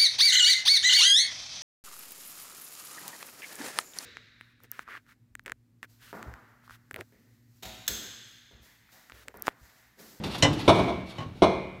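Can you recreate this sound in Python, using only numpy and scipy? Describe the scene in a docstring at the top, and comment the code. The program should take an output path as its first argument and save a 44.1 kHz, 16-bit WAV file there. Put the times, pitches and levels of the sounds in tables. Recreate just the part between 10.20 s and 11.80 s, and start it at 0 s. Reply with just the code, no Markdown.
"""In a workshop, under a truck, one microphone hears a steel exhaust pipe being worked into place.
Random slips scrape the steel, single ones tick, and the pipe end catches in its joint with a bright clack.
Two hard, hollow knocks on the underbody, with lighter ones between, ring on in decaying pipe modes.
Each contact is coloured noise: a short flutter between floor and chassis, then the room's tail.
Low modes thump in the mounts; filtered noise gives the handling rumble and the still air."""
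import sys
import numpy as np
from scipy import signal
from scipy.fft import rfft, irfft
from scipy.io import wavfile
from scipy.ndimage import uniform_filter1d

SR = 44100
rng = np.random.default_rng(int(sys.argv[2]) if len(sys.argv) > 2 else 0)


def int16_out(signal):
    """Quantize to a 16-bit WAV file."""
    q = np.round(np.clip(np.atleast_2d(signal).T, -1, 1) * 32767)
    wavfile.write(sys.argv[1], SR, q.astype(np.int16))


N = 70560  # length in samples
T = np.arange(N) / SR  # time in seconds
EDGES_HZ = np.geomspace(28, 17000, 38)  # quarter-octave band edges
PIVOT_HZ = 1000  # every tilt turns about this frequency

# Dull rumble of the pipe being handled. Each row: time in seconds, level in dB.
HANDLING_LEVELS = [(0, -37.5), (.07, -32.5), (.15, -41.5), (.22, -38.5), (.29, -29.5), (.44, -37),
                   (.6, -26), (.93, -50), (1.07, -45), (1.17, -50.5)]
# Spectrum of that rumble. 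Each row: frequency in Hz, density in dB per Hz.
HANDLING_COLOUR = [(30, -16), (70, -1), (120, 1), (320, -2), (450, -9), (1500, -24.5), (4000, -32.5),
                   (12000, -54.5)]
# Still workshop air. Each row: frequency in Hz, density in dB per Hz.
AIR_COLOUR = [(25, 3.5), (120, 8.5), (500, -23), (2000, -33), (6000, -36), (16000, -41.5)]
AIR_DB = -51.5

# Steel sliding on steel. Each row: start in seconds, length in seconds, level in dB.
SCRAPES = [(0.033, 0.03, -38.5), (0.087, 0.058, -38), (0.368, 0.037, -35.5), (0.428, 0.13, -43),
           (0.848, 0.058, -46), (0.93, 0.08, -52), (1.127, 0.081, -55)]
# Spectrum of scrapes and ticks. Each row: frequency in Hz, density in dB per Hz.
SCRAPE_COLOUR = [(300, -13), (850, 3), (1600, -7.5), (3700, -2.5), (5000, -10.5), (8000, -23),
                 (12000, -23.5), (16000, -47)]
SLIPS_PER_S, SLIP_SPREAD_DB = 870, 3
SCRAPE_SWELL_S, SCRAPE_RELEASE_S = 0.029, 0.015
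# Single slips. Each row: start in seconds, level in dB, tilt in dB per octave.
TICKS = [(0.0365, -33.5, -0.5), (0.145, -34, -1), (0.18, -42.5, 5.5), (0.329, -41, 2.5)]

# Pipe end catching in the joint. Each row: start in seconds, level in dB, tilt in dB per octave,
# level of the clear ring in dB, contact spot from 0 to 1.
CLACKS = [(0.2236, -19, 4, -26.5, 0.04), (0.2321, -30.5, -0.5, -23.5, 0.05), (.25, -21, -4.5, -26.5, 0),
          (0.983, -39.5, -2.5, -39.5, 0.65), (1.003, -40.5, -4, -46.5, 1), (1.021, -43, -3.5, -45.5, 0.77)]
# Dense ring of the joint. Each row: frequency in Hz, density in dB per Hz.
CLACK_COLOUR = [(30, -31), (65, -19), (130, -23), (300, -11.5), (570, -1), (1050, -3), (1400, -7),
                (2450, -8.5), (3050, -2.5), (3450, -14.5), (4100, -7), (4650, -21), (5500, -15),
                (7800, -22.5), (15000, -62)]
# Clear modes of the joint. Each row: frequency in Hz, T60 in seconds,
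# level in dB when struck at spot 0, level in dB when struck at spot 1.
JOINT_MODES = [(246, .6, -9, -12), (291, .55, -5, -12), (322, .6, -7, -6), (545, .13, 4, -5),
               (618, .13, 2, -4), (716, .3, -10, -13), (856, .3, -7, -11), (1017, .22, -6, -18),
               (1092, .22, -9, 4.5), (2015, .13, 2, -9), (2977, .14, 2.5, 0), (3644, .26, -14, -9),
               (5157, .09, -4, -18), (5663, .07, 0, -19), (6724, .08, -9, -26)]

# Weight of the pipe landing in its mounts. Each row: start in seconds, level in dB.
THUMPS = [(0.23, -16), (0.481, -20.5), (0.989, -31), (1.062, -35.5), (1.227, -25.5)]
# Modes of the pipe in its mounts. Each row: frequency in Hz, T60 in seconds, level in dB.
MOUNT_MODES = [(97.7, 0.21, -5.5), (111.6, 0.36, -2.5), (146.3, 0.38, -4.5)]
THUMP_LOW_HZ = 87.5

# Pipe knocking on the underbody. Each row: start in seconds, level in dB, tilt in dB per octave,
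# level of the clear ring in dB, contact spot from 0 to 1.
KNOCKS = [(.478, -11.5, 0.48, 1, 0.01), (.548, -36, 3, -12.5, 1), (.583, -24.5, 0.05, -26, 1),
          (0.679, -29.5, -0.57, -12.5, 0.6), (1.2204, -14.5, -0.46, 0.5, 0.86)]
# Dense ring of pipe and underbody. Each row: frequency in Hz, density in dB per Hz.
KNOCK_COLOUR = [(35, -25), (85, -3), (140, -10), (335, -1.5), (480, -7), (675, 2.5), (760, -9), (990, -5.5),
                (1340, -16), (1500, -20.5), (1850, -25.5), (2350, -20.5), (2850, -25.5), (3450, -20),
                (4350, -26.5), (4750, -35), (5500, -31.5), (7000, -43.5), (9300, -41.5), (15000, -70.5)]
# Clear modes of the pipe. Each row: frequency in Hz, T60 in seconds,
# level in dB when struck at spot 0, level in dB when struck at spot 1.
PIPE_MODES = [(187, .95, -28, -30), (333, .5, -21, -23), (375, .55, -21, -25), (453, .55, -33, -25),
              (534, .7, -29, -29.5), (651, .45, -25, -24), (690, .33, -17, -18), (798, .35, -30, -27),
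              (849, .6, -31, -33), (957, .36, -19, -27), (1028, .38, -24.5, -29), (1075, .45, -29, -27),
              (1200, .25, -27, -31), (1297, .25, -29, -33), (2062, 1.4, -52, -46), (2121, .8, -43, -34),
              (2268, 1.15, -34, -39), (2427, 1.2, -41, -40), (3346, .33, -30, -34), (3483, .36, -32, -39),
              (3592, .25, -26.5, -44), (4104, .5, -50, -37), (5626, .35, -50, -47), (6272, .42, -48, -48)]
# Short bark of the panel giving way. Each row: frequency in Hz, T60 in seconds, level in dB.
PANEL_MODES = [(380, 0.04, 3), (1313, 0.04, -4)]
PANEL_LAG_S = 0.00393

# Flutter under the truck and the room tail, by name: attack and hold in seconds, flutter T60 in seconds,
# room level in dB, room tilt in dB per octave.
SCRAPE_SHAPE = dict(attack_s=0.0015, hold_s=0.0071, t60_s=0.096, room_db=-6, room_tilt_db=-1.5)
CLACK_SHAPE = dict(attack_s=0.00096, hold_s=0.0064, t60_s=.12, room_db=-15.5, room_tilt_db=-1.5)
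KNOCK_SHAPE = dict(attack_s=0.00096, hold_s=0.021, t60_s=0.1, room_db=-7.5, room_tilt_db=-0.5)
# Decay of the room. Each row: frequency in Hz, T60 in seconds.
ROOM_T60 = [(150, 0.98), (700, 0.65), (2500, 1.06), (5000, 0.67)]
# Random humps in the noise of the dense ring. Each row: frequency in Hz,
# contrast (0 even, 1 like plain noise, more for a peakier noise).
HUMP_CONTRAST = [(900, 0.05), (2000, 1.72)]
HUMP_WIDTH_HZ, BROAD_WIDTH_HZ = 70, 900  # spans that smooth the spectrum of the dense ring
RING_RISE_S = 0.0013


def from_db(db):
    """Decibels to gain."""
    return 10 ** (np.asarray(db) / 20)


def rms_one(x):
    """Scale to rms 1."""
    return x / np.sqrt(np.mean(x ** 2) + 1e-20)


def at_hz(points, hz):
    """Read a table on a log-frequency axis."""
    table_hz, value = np.transpose(points)
    return np.interp(np.log(hz), np.log(table_hz), value)


def delayed(x, start_s):
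    """Start a sound at the given time."""
    silence = np.zeros(max(int(start_s * SR), 0))
    return np.concatenate([silence, x])[:N]


def spectrum_hz():
    """Frequencies of the spectrum of 2 N samples, kept off zero for the logarithms."""
    return np.maximum(np.arange(N + 1) * SR / (2 * N), 1)


def band_centres():
    """Centre frequencies of the quarter-octave bands."""
    return np.sqrt(EDGES_HZ[1:] * EDGES_HZ[:-1])


def noise_bands():
    """Unrelated noise in each band, with the filters' first half second dropped."""
    bands = []
    for band in zip(EDGES_HZ, EDGES_HZ[1:]):
        sos = signal.butter(2, band, "band", fs=SR, output="sos")
        bands.append(signal.sosfilt(sos, rng.standard_normal(N + SR // 2))[-N:])
    return np.array(bands)


def band_gains(colour):
    """Gain of each band for a spectrum in dB per Hz; total power 1."""
    gain = from_db(at_hz(colour, band_centres())) * np.sqrt(np.diff(EDGES_HZ))
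    return gain / np.linalg.norm(gain)


def coloured(x, colour, tilt_db=0):
    """Causal minimum-phase filter of power gain 1 with the given spectrum, tilted in dB per octave."""
    hz = spectrum_hz()
    bass_rolloff = hz / np.hypot(hz, EDGES_HZ[0])
    gain = from_db(at_hz(colour, hz) + tilt_db * np.log2(hz / PIVOT_HZ)) * bass_rolloff
    # folding the cepstrum forward in time makes the filter causal
    cepstrum = irfft(np.log(rms_one(gain) + 1e-9))[:N]
    cepstrum[1:] *= 2
    response = np.exp(rfft(cepstrum, 2 * N))
    return irfft(rfft(x, 2 * N) * response)[:N]


def evened(x):
    """Level the random humps of a noise's bass; sharpen those of its treble into a peakier, more metallic noise."""
    spectrum = rfft(x, 2 * N)
    bins_per_hz = 2 * N / SR
    power = uniform_filter1d(np.abs(spectrum) ** 2, int(HUMP_WIDTH_HZ * bins_per_hz))
    power = np.maximum(power, 1e-12)
    broad = np.maximum(uniform_filter1d(power, int(BROAD_WIDTH_HZ * bins_per_hz)), 1e-12)
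    humps = (power / broad) ** at_hz(HUMP_CONTRAST, spectrum_hz())
    return irfft(spectrum * np.sqrt(power.mean() / power * humps))[:N]


def dense_ring(attack_s, hold_s, t60_s, room_db, room_tilt_db):
    """Noise for a dense blur of sound: a short flutter, then the room's tail dying band by band."""
    hz = band_centres()[:, None]
    flutter = rng.standard_normal(N) * from_db(-60 * np.maximum(T - hold_s, 0) / t60_s)
    room_level_db = room_db + room_tilt_db * np.log2(hz / PIVOT_HZ)
    tail = noise_bands() * from_db(room_level_db - 60 * T / at_hz(ROOM_T60, hz))
    return evened((flutter + tail.sum(axis=0)) * np.minimum(T / attack_s, 1))


def struck_at(modes, spot, tilt_db=0):
    """Modes of a body struck between its two contact spots, tilted in dB per octave."""
    struck = []
    for hz, t60_s, *spot_levels_db in modes:
        level_db = np.interp(spot, [0, 1], spot_levels_db) + tilt_db * np.log2(hz / PIVOT_HZ)
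        struck.append((hz, t60_s, level_db))
    return struck


def ring(modes, scatter=1):
    """Each mode is a decaying sine, at a random phase; with no scatter they start in step."""
    tones = 0
    for hz, t60_s, db in modes:
        sine = np.sin(2 * np.pi * (hz * T + scatter * rng.random()))
        tones = tones + from_db(db - 60 * T / t60_s) * sine
    return tones * np.minimum(T / RING_RISE_S, 1)


def background():
    """Band-filtered noise: handling rumble over the still air of the workshop."""
    bands = np.array([rms_one(band) for band in noise_bands()])
    handling_gain = from_db(np.interp(T, *np.transpose(HANDLING_LEVELS)))
    rumble = handling_gain * (band_gains(HANDLING_COLOUR) @ bands)
    air = (band_gains(AIR_COLOUR) @ bands)[::-1]  # the same noise, reversed in time
    return rumble + from_db(AIR_DB) * air


def scrapes():
    """Tiny slips of uneven size rattle the steel during each push."""
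    push = 0
    for start_s, length_s, db in SCRAPES:
        swell = np.clip((T - start_s) / SCRAPE_SWELL_S, 0, 1)
        release = np.exp(-np.maximum(T - start_s - length_s, 0) / SCRAPE_RELEASE_S)
        push = push + from_db(db) * swell * release
    slip_now = rng.random(N) < SLIPS_PER_S / SR
    direction = rng.choice([-1, 1], N)
    size = from_db(SLIP_SPREAD_DB * np.minimum(rng.exponential(1, N), 3))
    slips = slip_now * direction * size
    steel = coloured(dense_ring(**SCRAPE_SHAPE), SCRAPE_COLOUR)
    return signal.fftconvolve(push * rms_one(slips), steel / np.linalg.norm(steel))[:N]


def ticks():
    """Single slips of the steel, each sounding its dense ring once, stand out from the scraping."""
    body = dense_ring(**SCRAPE_SHAPE)
    out = 0
    for start_s, db, tilt_db in TICKS:
        out = out + delayed(from_db(db) * coloured(body, SCRAPE_COLOUR, tilt_db), start_s)
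    return out


def clacks():
    """Hard, short contacts shake the joint; its clear modes follow half of each contact's tilt."""
    body, out = dense_ring(**CLACK_SHAPE), 0
    for start_s, db, tilt_db, ring_db, spot in CLACKS:
        contact = from_db(db) * coloured(body, CLACK_COLOUR, tilt_db)
        modes = struck_at(JOINT_MODES, spot, 0.5 * tilt_db)
        out = out + delayed(contact + from_db(ring_db) * ring(modes), start_s)
    return out


def thumps():
    """The whole pipe bounces in its mounts, ringing low modes in step; it radiates no deep bass."""
    bounces = 0
    for start_s, db in THUMPS:
        # the minus sign makes the first swing negative
        bounces = bounces + delayed(-from_db(db) * ring(MOUNT_MODES, scatter=0), start_s)
    sos = signal.butter(2, THUMP_LOW_HZ, "high", fs=SR, output="sos")
    return signal.sosfilt(sos, bounces)


def knocks():
    """Every knock dents the panel and shakes the same body; the contact spot decides which pipe modes sing."""
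    body, out = dense_ring(**KNOCK_SHAPE), 0
    bark = delayed(ring(PANEL_MODES, scatter=0), PANEL_LAG_S)
    for start_s, db, tilt_db, ring_db, spot in KNOCKS:
        blow = from_db(db) * (coloured(body, KNOCK_COLOUR, tilt_db) + bark)
        pipe = from_db(ring_db) * ring(struck_at(PIPE_MODES, spot))
        out = out + delayed(blow + pipe, start_s)
    return out


def scene():
    """All sources at one microphone under the truck."""
    return (background() + scrapes() + ticks() + clacks() + thumps() + knocks())[None]


def record(dry):
    """Peaks stop at full scale, then a steep low-pass cuts the top."""
    sos = signal.cheby2(12, 70, 17000, fs=SR, output="sos")  # 70 dB down from 17 kHz up
    return signal.sosfilt(sos, np.clip(dry, -1, 1))


dry = scene()
out = record(dry)
int16_out(out)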